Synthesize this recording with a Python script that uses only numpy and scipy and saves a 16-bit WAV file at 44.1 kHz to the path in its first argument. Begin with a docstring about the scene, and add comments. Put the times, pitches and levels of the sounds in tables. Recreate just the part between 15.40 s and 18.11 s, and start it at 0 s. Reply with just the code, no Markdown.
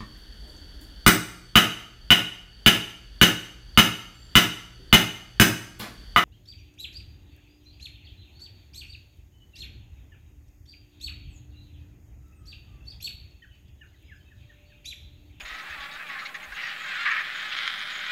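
"""Hoarse rasps come first, from a crowd of vultures squabbling over a carcass on open grassland, some
tens of metres from the microphone; a thin whine, squeals, a long grating hiss and a loud squawk follow.
Each rasp, squeal, hiss and squawk is a train of uneven windpipe pulses ringing the throat; the whine sums
harmonics. The flock behind is many such pulses, coloured. An insect chirps in the grass with sliding
tones, wind thuds on the microphone as decaying low tones, and the preamplifier hisses as noise."""
import sys
import numpy as np
from scipy import signal
from scipy.fft import rfft, irfft
from scipy.io import wavfile
from scipy.ndimage import uniform_filter1d

SR = 44100
rng = np.random.default_rng(int(sys.argv[2]) if len(sys.argv) > 2 else 0)


def inscribe(sig):
    """Save sig as 16-bit PCM at rate SR to the path in sys.argv[1].

    A 1-D sig is mono; a 2-D sig holds one channel per row.
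    Samples are clipped to [-1, 1] before scaling.
    """
    pcm = np.round(np.clip(np.atleast_2d(sig).T, -1, 1) * 32767)
    wavfile.write(sys.argv[1], SR, pcm.astype(np.int16))


def makeup_ratio(level_db):
    """Linear amplitude ratio for a level in decibels (20 dB per factor of ten)."""
    decades = np.asarray(level_db, float) / 20
    return 10 ** decades


N = 119511  # samples


def level(x, db):
    """Scale to an rms level in dB."""
    return x * makeup_ratio(db) / np.sqrt(np.mean(x ** 2))


def ring(x, hz, width):
    """One resonance, gain 1 at its centre."""
    return signal.lfilter(*signal.iirpeak(hz, hz / width, fs=SR), x)


def steep(x, hz, width):
    """A resonance applied twice, the second time twice as wide."""
    return ring(ring(x, hz, width), hz, 2 * width)


def dull(x, hz):
    """Take away the treble above hz."""
    return signal.sosfilt(signal.butter(3, hz, fs=SR, output="sos"), x)


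def colour(x, table):
    """Shape the spectrum by points of (Hz, gain in dB), joined along log frequency."""
    hz, db = np.array(table).T
    log_hz = np.log(np.arange(len(x) // 2 + 1) * SR / len(x) + 1)
    return irfft(rfft(x) * makeup_ratio(np.interp(log_hz, np.log(hz), db)), len(x))


def wander(size):
    """Slow chance, spread 1: noise averaged twice over size samples."""
    return level(uniform_filter1d(uniform_filter1d(rng.standard_normal(N), size), size), 0)


def snaps(rate, chance, jitter, scatter_db, breath_db):
    """Windpipe pulses of uneven spacing and size, with a puff of breath after each; rms 1."""
    puff_decay_s = 0.0029
    turns = np.cumsum(np.exp(jitter * chance[0] - jitter ** 2 / 2)) - .5
    cycles = np.cumsum(rate) / SR
    at = np.interp(turns[turns < cycles[-1]], cycles, np.arange(len(rate)))
    i = at.astype(int)
    size = makeup_ratio(scatter_db * chance[1, :len(at)])
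    # each pulse is shared between the two samples around its exact time
    pulses = np.zeros(len(rate) + 1)
    np.add.at(pulses, i, size * (1 + i - at))
    np.add.at(pulses, i + 1, size * (at - i))
    pulses = pulses[:-1]
    puff = signal.lfilter([1], [1, -np.exp(-1 / (puff_decay_s * SR))], pulses)
    breath = level(puff * np.resize(chance[2], len(rate)), breath_db)
    return level(level(pulses, 0) + breath, 0)


def resonances(x, table):
    """Resonances side by side, from rows of (Hz, width in Hz, dB)."""
    return sum(makeup_ratio(db) * steep(x, hz, width) for hz, width, db in table)


def throat(x, throat_hz, upper_db):
    """The resonances of neck and open beak; rms 1."""
    # Each row: multiple of the throat frequency, width in Hz of the first pass, relative gain in dB.
    lower_rows = [(0.7, 236, 0.5), (1.003, 283, 7), (1.15, 635, 1.5), (1.3, 290, -12)]
    # The same columns for the upper group, which upper_db raises or lowers as a whole.
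    upper_rows = [(1.85, 720, 3.5), (2.4, 800, -11.5)]
    lower = resonances(x, [(m * throat_hz, width, db) for m, width, db in lower_rows])
    upper = resonances(x, [(m * throat_hz, width, db) for m, width, db in upper_rows])
    return level(lower + makeup_ratio(upper_db) * upper, 0)


def add(out, start, sound):
    """Mix a sound in at a time in seconds."""
    i = int(start * SR)
    part = sound[max(-i, 0):N - i]
    first = max(i, 0)
    out[first:first + len(part)] += part


def shape(length):
    """Progress through a call, and its envelope: attack, sagging hold, release around its end."""
    attack_s, half_release_s, sag_db = 0.006, 0.012, -5
    t = np.arange(int((length + half_release_s) * SR)) / SR
    progress = t / length
    release = (length + half_release_s - t) / (2 * half_release_s)
    gate = np.clip(np.minimum(t / attack_s, release), 0, 1)
    return progress, gate * makeup_ratio(sag_db * progress)


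def rasps():
    """Short hoarse calls: uneven pulses at a fixed mean rate, each call through its own throat."""
    # Each row: start in seconds, length in seconds, level in dB before envelope and scene filters,
    # throat frequency in Hz, gain of the upper resonances in dB.
    rasp_rows = [(0, 0.019, -34.5, 2520, -11), (0.047, 0.18, -39.5, 2000, -2.5),
                 (0.297, 0.058, -38, 1780, -5), (0.398, 0.075, -38.5, 1800, 1),
                 (0.183, 0.018, -44, 4750, -30), (0.507, 0.077, -45, 3800, -30),
                 (0.596, 0.023, -57, 3000, -18), (0.77, 0.049, -52, 3360, -20),
                 (0.545, 0.049, -41.5, 1530, -4), (0.592, 0.056, -39, 1670, -23),
                 (0.662, 0.033, -40, 2430, -19), (0.691, 0.06, -35, 1900, -8),
                 (0.748, 0.072, -35, 1710, -26), (0.785, 0.035, -36, 2130, -2.5),
                 (0.813, 0.042, -35.5, 1310, -6), (0.85, 0.027, -32, 2140, -1),
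                 (0.887, 0.013, -34, 1660, -6), (0.941, 0.032, -32, 1860, -8),
                 (1.025, 0.026, -37.5, 2150, -17), (1.048, 0.019, -37.5, 1706, -18),
                 (1.146, 0.23, -41.5, 2840, -14), (1.181, .045, -33.5, 2070, -16),
                 (1.216, 0.096, -46, 4750, -32), (1.229, 0.11, -34.5, 1945, -16),
                 (1.28, 0.059, -38.5, 2980, -15), (1.347, 0.026, -55, 1690, -3),
                 (1.443, 0.04, -36.5, 1590, -8), (1.51, 0.54, -36.5, 1830, -37),
                 (1.651, 0.027, -34, 2380, -32), (2.12, 0.016, -28, 1620, 9),
                 (2.159, 0.11, -35.5, 2156, -4)]
    pulses_per_s, jitter, scatter_db, breath_db = 540, .14, 2.0, -6
    out = np.zeros(N)
    chances = rng.standard_normal((len(rasp_rows), 3, 10000))
    for (start, length, db, throat_hz, upper_db), chance in zip(rasp_rows, chances):
        progress, envelope = shape(length)
        rate = np.full(len(progress), pulses_per_s)
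        pulses = snaps(rate, chance, jitter, scatter_db, breath_db)
        add(out, start, makeup_ratio(db) * envelope * throat(pulses, throat_hz, upper_db))
    return out


def flock(t):
    """Many farther birds at once: a hiss of dense uneven pulses, and voices that glide, swell and fade."""
    # Each row: time in seconds, level in dB ahead of the scene's filter.
    flock_levels = [(0.0, -42), (0.14, -42), (0.77, -42), (0.96, -45.5), (1.14, -44.5), (1.29, -36.5),
                    (1.54, -36.5), (1.63, -34), (1.85, -39), (2.24, -37.5), (2.45, -40), (2.71, -38.5)]
    # Distant colour. Each row: frequency in Hz, gain in dB.
    flock_colour = [(530, -60), (900, 1), (951, -27), (1120, -4), (1480, -0.5), (1870, 2), (2090, -4.5),
                    (2310, -0.5), (2850, -6), (3970, -11), (6000, -30.5), (7800, -26), (13200, -120)]
    # Voiced whinnies in the crowd: the middle pitch of each in Hz.
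    whinny_hz = [423.5, 503, 549.5, 643.5, 714]
    voices_db = -2.5  # against pulses of rms about 1
    s, db = np.array(flock_levels).T
    dense = snaps(np.full(N, 1200), rng.standard_normal((3, N)), .7, 1.8, 4.8)
    dense = dense * makeup_ratio(1.3 * wander(size=900))
    voices = np.zeros(N)
    for hz in whinny_hz:
        pitch = hz * (1 + 0.05 * wander(size=4000))
        voice = snaps(pitch, rng.standard_normal((3, N)), 0.0151, 1.0, -21.0)
        voices += voice * makeup_ratio(6.1 * wander(size=2500))
    crowd = colour(dense + level(voices, voices_db), flock_colour)
    return level(crowd, 0) * makeup_ratio(np.interp(t, s, db))


def chirp(length, top_hz, end_hz):
    """A wing stroke: a tone that slides down under a half-sine swell."""
    u = np.arange(int(length * SR)) / (length * SR)
    hz = top_hz + (end_hz - top_hz) * u
    return np.sqrt(2) * np.sin(np.pi * u) * np.sin(2 * np.pi * np.cumsum(hz) / SR)


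def insect():
    """An insect in the grass: trills of longer wing strokes and buzzes of three short ones."""
    # Each row: start of the trill in seconds, level in dB before stroke gains.
    trill_rows = [(-.025, -53.5), (.781, -57.5), (1.378, -54.5), (1.92, -54.5), (2.494, -50.5)]
    # Each row: stroke start in seconds after the trill's start, gain in dB before chance.
    trill_strokes = [(0, -9), (.017, -3), (.033, 0), (.052, 0), (.075, 0), (.1, 0)]
    # Each row: start of the buzz in seconds, level in dB before stroke gains.
    buzz_rows = [(.136, -52.5), (.214, -55), (.296, -55), (.398, -55.5), (.525, -53), (.677, -55),
                 (.939, -50), (1.028, -52.5), (1.14, -53), (1.26, -52), (1.537, -54), (1.619, -51),
                 (1.703, -50), (1.799, -52), (2.08, -50), (2.165, -49), (2.262, -50), (2.38, -52),
                 (2.655, -52)]
    # Each row: stroke start in seconds after the buzz's start, gain in dB before chance.
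    buzz_strokes = [(0, -5.5), (.01, -1), (.02, -5.5)]
    songs = [(trill_rows, trill_strokes, chirp(0.021, 7250, 6250)),
             (buzz_rows, buzz_strokes, chirp(0.0095, 7000, 6130))]
    out = np.zeros(N)
    for rows, strokes, tone in songs:
        chances = rng.standard_normal((len(rows), len(strokes)))
        for (start, db), chance in zip(rows, chances):
            for (late, gain_db), vary in zip(strokes, chance):
                add(out, start + late, makeup_ratio(db + gain_db + 1.4 * vary) * tone)
    return out


def air_noise():
    """Faint murmur of the air: noise spread from bass to about 1 kHz, strongest near 1 kHz."""
    # Each row: frequency in Hz, relative gain in dB.
    air_colour = [(12, -46), (20, -10), (27, -13.5), (80, -18), (163, -5.5), (208, -9.5), (511, -13.5),
                  (782, -9.5), (937, -24.5), (1000, -2.5), (1300, -23.5), (2200, -120)]
    return level(colour(rng.standard_normal(N), air_colour), -56)


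def preamp_hiss():
    """Even hiss of the preamplifier: white noise."""
    return level(rng.standard_normal(N), -59)


def narrow_murmurs():
    """Faint narrow murmurs: noise through single steep resonances."""
    # Each row: frequency in Hz, width in Hz of the first pass, level in dB.
    murmur_rows = [(605.7, 31, -64), (800, 57, -59.5)]
    return sum(level(steep(rng.standard_normal(N), hz, width), db) for hz, width, db in murmur_rows)


def wind_thuds():
    """Wind thuds on the microphone: low tones of chance phase that swell quickly and die away."""
    # Each row: start in seconds, peak of the envelope in dB, frequency in Hz.
    thud_rows = [(0.026, -41.5, 45.6), (0.11, -43, 40.4), (0.297, -45.5, 69.5), (0.382, -44.5, 48.5),
                 (0.551, -50.5, 26.9), (0.999, -59, 40.5), (1.069, -50.5, 64), (1.11, -43.5, 39.2),
                 (1.199, -68, 26.9)]
    peak_s, length_s = 0.037 / 3, 0.074
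    u = np.arange(int(length_s * SR)) / SR
    envelope = u / peak_s * np.exp(1 - u / peak_s)
    out = np.zeros(N)
    for (start, db, hz), turn in zip(thud_rows, rng.random(len(thud_rows))):
        add(out, start, makeup_ratio(db) * envelope * np.sin(2 * np.pi * (hz * u + turn)))
    return out


def whine(t):
    """A thin wavering voice among the birds: clean harmonics, weakened where the ground echo cancels."""
    # Each row: time in seconds, pitch in Hz before its waver, level in dB before harmonic gains and waver.
    whine_rows = [(.06, 235, -57), (.2, 250, -54), (.29, 300, -50), (.33, 325, -48), (.38, 285, -50),
                  (.42, 280, -48), (.56, 292, -49), (.595, 332, -49), (.64, 305, -48), (.7, 282, -48),
                  (.76, 270, -48), (.87, 268, -51), (.97, 271, -55), (1.079, 307, -54)]
    # Each row: multiple of the pitch, gain in dB before the notch and the waver.
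    whine_harmonics = [(2, -21), (3, -10), (4, -4), (5, -9), (6, -7), (7, -14), (8, -5)]
    notch_hz, notch_width_hz, notch_db = 970, 45, -14  # where the echo off the ground cancels it
    s, hz, db = np.array(whine_rows).T
    pitch = np.interp(t, s, hz) * (1 + .008 * wander(size=150))
    phase = 2 * np.pi * np.cumsum(pitch) / SR
    fade = np.clip(np.minimum(t - s[0], s[-1] - t) / 0.014, 0, 1)
    fade = fade * makeup_ratio(0.61 * wander(size=500))
    tones = np.zeros(N)
    for k, gain_db in whine_harmonics:
        notch = notch_db * np.exp(-((k * pitch - notch_hz) / notch_width_hz) ** 2)
        tones += makeup_ratio(gain_db + notch + 3.5 * wander(size=900)) * np.sin(k * phase)
    return np.sqrt(2) * fade * makeup_ratio(np.interp(t, s, db)) * tones


def squeals():
    """Calls with steady pulses, so that harmonics show, through two throat resonances."""
    # Each row: start in seconds, length in seconds, level in dB before envelope and scene filters,
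    # pitch in Hz at start, middle and end.
    squeal_rows = [(0.091, 0.14, -42, 620, 645, 635), (1.117, 0.03, -36, 410, 565, 450),
                   (1.164, 0.026, -33, 380, 455, 545), (1.228, .06, -38, 940, 955, 950)]
    throat_hz, upper_db = 1640, -19
    out = np.zeros(N)
    chances = rng.standard_normal((len(squeal_rows), 3, 8000))
    for (start, length, db, first, middle, last), chance in zip(squeal_rows, chances):
        u, envelope = shape(length)
        bend = middle - (first + last) / 2
        pitch = first + (last - first) * u + bend * 4 * u * (1 - u)
        pulses = snaps(pitch, chance, .012, .7, -14.)
        upper = makeup_ratio(upper_db) * steep(pulses, 2 * throat_hz, 3200)
        voice = level(steep(pulses, throat_hz, 820) + upper, 0)
        add(out, start, makeup_ratio(db) * envelope * voice)
    return out


def grate(t):
    """The long grating hiss: slow, hard snaps through a wide-open beak, with a fainter, faster second bird."""
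    # Each row: time in seconds, pulses per second of the first bird, level in dB ahead of the scene's
    # filter, level of the top snap in dB relative to that.
    grate_rows = [(1.38, 300, -46, -40), (1.624, 279, -39, -36), (1.66, 290, -40, -36),
                  (1.76, 261, -39, -38), (1.886, 275, -38, -44), (1.986, 281, -35.5, -42),
                  (2.12, 252, -34, -38), (2.19, 267, -31.5, -34), (2.28, 262, -31.5, -34),
                  (2.334, 252, -33.5, -32), (2.47, 245, -34.5, -31), (2.58, 262, -35, -40),
                  (2.71, 259, -35, -40)]
    # The open throat. Each row: frequency in Hz, width in Hz of the first pass, relative gain in dB.
    grate_throat = [(800, 120, -44), (1706, 950, 4), (2070, 470, 0), (3120, 620, 5.5), (3530, 200, -9),
                    (4750, 280, -5), (5260, 230, -16.5)]
    snap_hz, snap_width_hz, dull_hz = 9400, 2600, 4900
    s, rate, db, snap_db = np.array(grate_rows).T
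    rate = np.interp(t, s, rate)
    chance = rng.standard_normal((2, 3, N))
    first_bird = snaps(rate, chance[0], .05, 2.5, -14.)
    second_bird = makeup_ratio(-7) * snaps(1.3 * rate, chance[1], .2, 3., -12.)
    pulses = (first_bird + second_bird) * makeup_ratio(1.3 * wander(size=400))
    body = dull(level(resonances(pulses, grate_throat), 0), dull_hz)
    top = makeup_ratio(np.interp(t, s, snap_db)) * level(steep(pulses, snap_hz, snap_width_hz), 0)
    fade_in = np.clip((t - s[0]) / 0.068, 0, 1)
    return (body + top) * makeup_ratio(np.interp(t, s, db)) * fade_in


def squawk():
    """A near bird's one loud, dense rasp of sharp pulses that slow down."""
    # One row: start in seconds, length in seconds, level in dB before envelope and scene filters,
    # pulses per second at start and at end.
    squawk_row = (1.648, .175, -23.5, 520, 330)
    # Its throat. Each row: frequency in Hz, width in Hz of the first pass, relative gain in dB.
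    squawk_throat = [(1296, 280, -1.5), (1740, 540, 4.5), (2150, 380, -17)]
    start, length, db, first, last = squawk_row
    u, envelope = shape(length)
    envelope = envelope * np.clip(u / .06, 0, 1)  # a softer onset
    pulses = snaps(first + (last - first) * u, rng.standard_normal((3, 10000)), .25, 2.5, -3.)
    out = np.zeros(N)
    add(out, start, makeup_ratio(db) * envelope * level(resonances(pulses, squawk_throat), 0))
    return out


def over_grass(birds):
    """The path over the grass, which cancels nearly all that lies under a steep edge."""
    high = signal.butter(6, 1093, "high", fs=SR, output="sos")
    return signal.sosfilt(high, birds) + makeup_ratio(-53.5) * birds


def scene():
    """Birds over grass, with whine, insect and air, on one channel."""
    t = np.arange(N) / SR
    calls = dull(rasps() + squeals() + squawk(), 5220)  # calls carry little above this
    birds = over_grass(calls + grate(t) + flock(t))
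    air = air_noise() + preamp_hiss() + narrow_murmurs() + wind_thuds()
    return (birds + whine(t) + insect() + air)[None]


def roll_off(x):
    """The treble ends steeply here."""
    return signal.sosfilt(signal.butter(12, 16770, fs=SR, output="sos"), x)


def record(dry):
    """The microphone signal loses its top above 15700 Hz and gains a small constant offset."""
    cut = signal.sosfilt(signal.ellip(12, .2, 70, 15700, fs=SR, output="sos"), dry)
    mix = cut + 0.00113
    return roll_off(mix)


dry = scene()
out = record(dry)
inscribe(out)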